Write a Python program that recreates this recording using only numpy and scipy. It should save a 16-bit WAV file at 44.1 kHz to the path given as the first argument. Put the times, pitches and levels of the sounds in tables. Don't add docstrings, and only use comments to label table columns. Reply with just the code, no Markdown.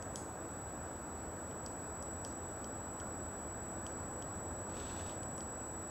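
import sys
import numpy as np
from scipy import signal
from scipy.fft import irfft
from scipy.io import wavfile
from scipy.ndimage import uniform_filter1d

SR = 44100
rng = np.random.default_rng(int(sys.argv[2]) if len(sys.argv) > 2 else 0)


def decibels_to_gain(level_db):
    exponent = np.asarray(level_db, float) / 20
    return 10 ** exponent


def inscribe(sig):
    pcm = np.round(np.clip(np.atleast_2d(sig).T, -1, 1) * 32767)
    wavfile.write(sys.argv[1], SR, pcm.astype(np.int16))


N = 260190

# ring_hz [Hz], width_hz [Hz]
BARK = [
    (5780, 480),
    (3140, 400),
    (4880, 500),
    (6750, 600),
    (8800, 1000),
]


def evened(x):
    return x / np.sqrt(np.mean(x ** 2) + 1e-20)


def peaked(x):
    return x / abs(x).max()


def read(points, hz):
    f, value = np.transpose(points)
    return np.interp(np.log(hz + 1), np.log(f + 1), value)


def curve(rows):
    time_s, level_db = np.transpose(rows)
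    return np.interp(np.arange(N) / SR, time_s, level_db)


def ring(x, hz, width):
    return signal.lfilter(*signal.iirpeak(hz, hz / width, SR), x)


def noise(shape, patchy_db):
    frames, hz = N // 512 + 5, np.fft.rfftfreq(2048, 1 / SR)
    a, b, patches = rng.standard_normal((frames, 1025, 3)).T
    patches = uniform_filter1d(patches, size=14, axis=0)
    patches = evened(uniform_filter1d(patches, size=10, axis=1))
    z = (a + 1j * b) * decibels_to_gain(shape(hz)[:, None] + patchy_db * patches)
    return evened(signal.istft(z, nperseg=2048, noverlap=1536)[1][:N])


def strike(grit, length_ms):
    u = np.arange(len(grit)) / SR * 1000 / length_ms
    return grit * u * np.exp(-u)


def place(s, sound):
    track, start = np.zeros(N + len(sound)), round(s * SR)
    track[start:start + len(sound)] = sound
    return track[:N]


def engine_hum(hz, width):
    wavering = evened(ring(ring(rng.standard_normal(N), hz, width), hz, width))
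    return evened(ring(np.tanh(1.7 * wavering), hz, 3 * width))


def traffic():
    # frequency_hz [Hz], density_db [dB per Hz]
    road = [(13, -46), (22, -17), (76, 7), (153, -2), (198, 0), (289, -1.5), (326, -3.5), (423, -4.5),
            (570, -3), (1040, -8), (1120, -9), (1600, -13), (2260, -28.5), (2600, -28), (3380, -77),
            (5720, -120)]
    # time_s [s], level_db [dB]
    swell = [
        (0, -45.5),
        (1.4, -46.5),
        (2.3, -46.5),
        (2.7, -46),
        (3.3, -46),
        (4.1, -44),
        (5.3, -44.5),
        (5.9, -49),
    ]
    # pitch_hz [Hz], width_hz [Hz], level_db [dB]
    drones = [
        (84.6, 32, -56),
        (331, 4.7, -60.5),
    ]
    swell_db = curve(swell) + 45

    def share_db(hz, sign):
        return -10 * np.log10(1 + ((hz + 1) / 190) ** (4 * sign))

    deep = noise(lambda hz: read(road, hz) + share_db(hz, 0.79), 0.23)
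    roar = noise(lambda hz: read(road, hz) + share_db(hz, -1.01), 0.56)
    hums = sum(decibels_to_gain(db) * engine_hum(hz, width) for hz, width, db in drones)
    return deep * decibels_to_gain(-52 + 1.3 * swell_db) + roar * decibels_to_gain(-47 + 0.14 * swell_db) + hums


def electronics():
    # frequency_hz [Hz], density_db [dB per Hz]
    hiss_points = [(1500, -7.5), (2500, -3.5), (3400, -4), (4500, -5.5), (6000, -6), (7500, -6.5),
                   (9000, -6), (10400, -8.5), (11400, -9.5), (11900, -6), (12400, -10.5), (13500, -8.5),
                   (15700, -15.5), (16200, -60)]
    # time_s [s], level_db [dB]
    whine_points = [
        (0.0, -52),
        (0.23, -53),
        (0.3, -54),
        (0.56, -51.5),
        (1.02, -52.5),
        (1.84, -51),
        (2.14, -49),
        (2.4, -50.5),
        (5.7, -49),
        (5.9, -49.5),
    ]
    slips = [5.1333, 5.405, 5.6834]
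    whine_hz, slip_s = 7812.5, 2 / 48000
    t = np.arange(N) / SR
    slipped = uniform_filter1d(1. * np.searchsorted(slips, t), size=130)
    turn = 2 * np.pi * (t + slip_s * slipped)
    flutter = uniform_filter1d(uniform_filter1d(rng.standard_normal(N), size=800), size=800)
    whine = decibels_to_gain(curve(whine_points) + 0.44 * evened(flutter)) * np.sin(whine_hz * turn)
    octave = decibels_to_gain(-87) * np.sin(2 * whine_hz * turn)
    stray = decibels_to_gain(-90) * np.sin(2 * np.pi * 15730 * t)
    hiss = noise(lambda hz: read(hiss_points, hz) - 60 * (hz < 1000), 1.0)
    return np.sqrt(2) * (whine + octave + stray) + decibels_to_gain(-66) * hiss


def woods(x):
    # frequency_hz [Hz], t60_s [s]
    decay = [
        (1500, 0.23),
        (4500, 0.29),
        (8000, 0.61),
        (12000, 0.05),
    ]
    taps = np.zeros(SR // 2)
    slots = np.arange(0, len(taps) - 16, 16)
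    taps[slots + rng.integers(0, 16, len(slots))] = rng.choice([-1., 1.], len(slots))
    taps *= np.clip((np.arange(len(taps)) / SR * 1000 - 3) / 3.3, 0.3, 1)
    hz, t, z = signal.stft(taps, SR, nperseg=128)
    tail = signal.istft(z * decibels_to_gain(-60 * t / read(decay, hz)[:, None]), SR, nperseg=128)[1]
    return signal.fftconvolve(x, tail / np.linalg.norm(tail))[:N]


def ring_levels(blow_db, flake_hz, hollow_db, snap_db):
    focus = 10.5 + 1.4 * max(-snap_db, 0)
    levels = [blow_db - focus * abs(np.log2(hz / flake_hz)) for hz, width in BARK]
    levels[1], levels[4] = blow_db + hollow_db, blow_db + snap_db
    return levels


def pecks():
    # start_s [s], blow_db [dB], pitch_hz [Hz], hollow_db [dB to blow], snap_db [dB to blow]
    peck_table = [(0.0244, -48.5, 6600, -9.5, -3), (0.1577, -40, 5800, -8.5, 3.5),
                  (0.9577, -62, 4800, -9, -11), (1.511, -58.5, 5500, 1, -11),
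                  (1.6621, -44.5, 5040, -18, 0.5), (2.0253, -49.5, 6600, -12, 3),
                  (2.2487, -45, 5400, -6, 4.5), (2.6428, -48, 5470, -9, -30),
                  (2.644, -44.5, 5660, -14, -27), (3, -55.5, 5800, 2, 5), (3.006, -55, 6300, -5, -8),
                  (3.8654, -51, 5500, 6, 4.5), (4.2233, -46.5, 6270, -2, -22), (5.2314, -55.5, 4850, 0, 9),
                  (5.3796, -52, 6900, -6, 5.5), (5.4063, -47.5, 5100, -7, -6), (2.312, -60, 5200, -6, -15),
                  (4.357, -62, 5700, -10, -15)]
    crack_lag_s = .0005
    rings, cracks = np.zeros(N), np.zeros(N)
    chance = rng.standard_normal((len(peck_table), 700))
    for (s, *peck), grit in zip(peck_table, chance):
        levels_db = ring_levels(*peck)
        contact = strike(abs(grit), 0.023) + 0.06 * strike(grit, 0.2)
        crack = ring(ring(contact, 6500, 9300), 7000, 7000)
        crack = signal.lfilter(*signal.butter(4, 11800, fs=SR), crack)
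        crack_db = 1.487 * max(levels_db) + 0.32 * min(peck[-1], 0) + 29
        cracks += place(s + crack_lag_s, decibels_to_gain(crack_db) * peaked(crack))
        for (hz, width), db, slip in zip(BARK, levels_db, grit):
            blow = 0.045 * strike(grit, 0.4)
            blow[15 + round(9 * abs(slip))] += 1
            rings += place(s, decibels_to_gain(db + 4) * peaked(ring(ring(blow, hz, 2 * width), hz, width)))
    scattered = woods(decibels_to_gain(-20) * rings + decibels_to_gain(-3.5) * ring(cracks, 7800, 7000))
    return rings + decibels_to_gain(-5) * cracks + scattered


def shutter():
    # start_s [s], level_db [dB]
    wake = [
        (4.6942, -48),
        (4.738, -48),
    ]
    # start_s [s], level_db [dB], pitch_hz [Hz]
    lone_knocks = [
        (3.017, -31, 1420),
        (5.0659, -58, 1460),
    ]
    starts = [4.7657 + k * .0986 for k in range(4)]
    rises = [(s, db, -16) for s, db in wake + [(s, -42) for s in starts]]
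    drops = [(s + .0317, -43 if s == starts[-1] else -42.5, -10) for s in starts]
    cocks = [(s - .0514, -36, 1370 + k * 119) for k, s in enumerate(starts)]
    return sorted(rises + drops), lone_knocks + cocks


def camera():
    # frequency_hz [Hz], gain_db [dB]
    body_points = [(900, -18), (1700, -6), (2200, -5.5), (2650, 1), (3050, -6), (3450, 2), (3900, -2),
                   (5000, -5), (6500, -7), (8000, -6), (9300, -12.5), (11000, -22)]
    drive_s = [
        4.69,
        4.78,
        5.102,
        5.2,
    ]
    drive_db = [
        -69,
        -56.5,
        -57,
        -67,
    ]
    t = np.arange(N) / SR
    colour = np.roll(irfft(decibels_to_gain(read(body_points, np.fft.rfftfreq(512, 1 / SR)))), 256)

    def body(x):
        return signal.oaconvolve(x, colour, "same")

    times, knocks = shutter()
    chance = rng.standard_normal((len(times), 900))
    hits = [place(s, decibels_to_gain(db) * evened(strike(grit, 2.3))) for (s, db, box_db), grit in zip(times, chance)]
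    box = sum(decibels_to_gain(box_db) * hit for (s, db, box_db), hit in zip(times, hits))
    clacks = decibels_to_gain(-11.5) * body(sum(hits)) + ring(box, 3000, 350)
    for s, db, hz in knocks:
        thud = strike(np.sin(2 * np.pi * hz * t[:900]), 0.96)
        clacks += place(s, decibels_to_gain(db - 9.5) * peaked(thud))
    grains = decibels_to_gain(1.2 * rng.exponential(1, N)) * (rng.random(N) < 7000 / SR) * rng.standard_normal(N)
    running = (t > drive_s[0]) & (t < drive_s[-1])
    rattle = decibels_to_gain(np.interp(t, drive_s, drive_db) - 3.5) * running * evened(body(grains))
    return clacks + decibels_to_gain(-2.0) * woods(clacks) + rattle


def scene():
    return (traffic() + electronics() + pecks() + camera())[None]


def gated(x):
    drop_table = [-27.9, -30, -22.5, -24, -28.6, -31]
    step_table = [-37.5, -28.5, -46, -47, -48, -39]
    n, lead = np.arange(2048) + .5, 2048 - 859
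    window = signal.windows.kaiser_bessel_derived(2048, 4 * np.pi)
    basis = window * np.cos(np.pi / 1024 * np.outer(n[:1024], n + 512)) / np.sqrt(512)
    halves = np.pad(x, (lead, 4096 - (N + lead) % 1024)).reshape(-1, 1024)
    lines = np.hstack([halves[:-1], halves[1:]]) @ basis.T
    whine_power = (lines[:, 352:384] ** 2).sum(1)
    whine = np.sqrt(uniform_filter1d(whine_power, size=5))[:, None] + 1e-9
    wander_db = 1.6 * evened(uniform_filter1d(rng.standard_normal(whine.shape), size=2, axis=0))
    for low, drop_db, step_db in zip(range(320, 512, 32), drop_table, step_table):
        band, step = lines[:, low:low + 32], whine * decibels_to_gain(step_db)
        kept = np.linalg.norm(band, axis=1, keepdims=True) > whine * decibels_to_gain(drop_db + wander_db)
        rounded = np.floor(abs(band / step) ** .75 + .4) ** (4 / 3)
        lines[:, low:low + 32] = kept * np.sign(band) * rounded * step
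    lines[:, 732:] = 0
    frames = lines @ basis
    return (frames[:-1, 1024:] + frames[1:, :1024]).ravel()[lead - 1024:][:N]


def band_limit(x):
    return signal.sosfilt(signal.butter(12, 15940, fs=SR, output="sos"), x)


def record(dry):
    mix = gated(dry[0])[None]
    return band_limit(mix)


dry = scene()
out = record(dry)
inscribe(out)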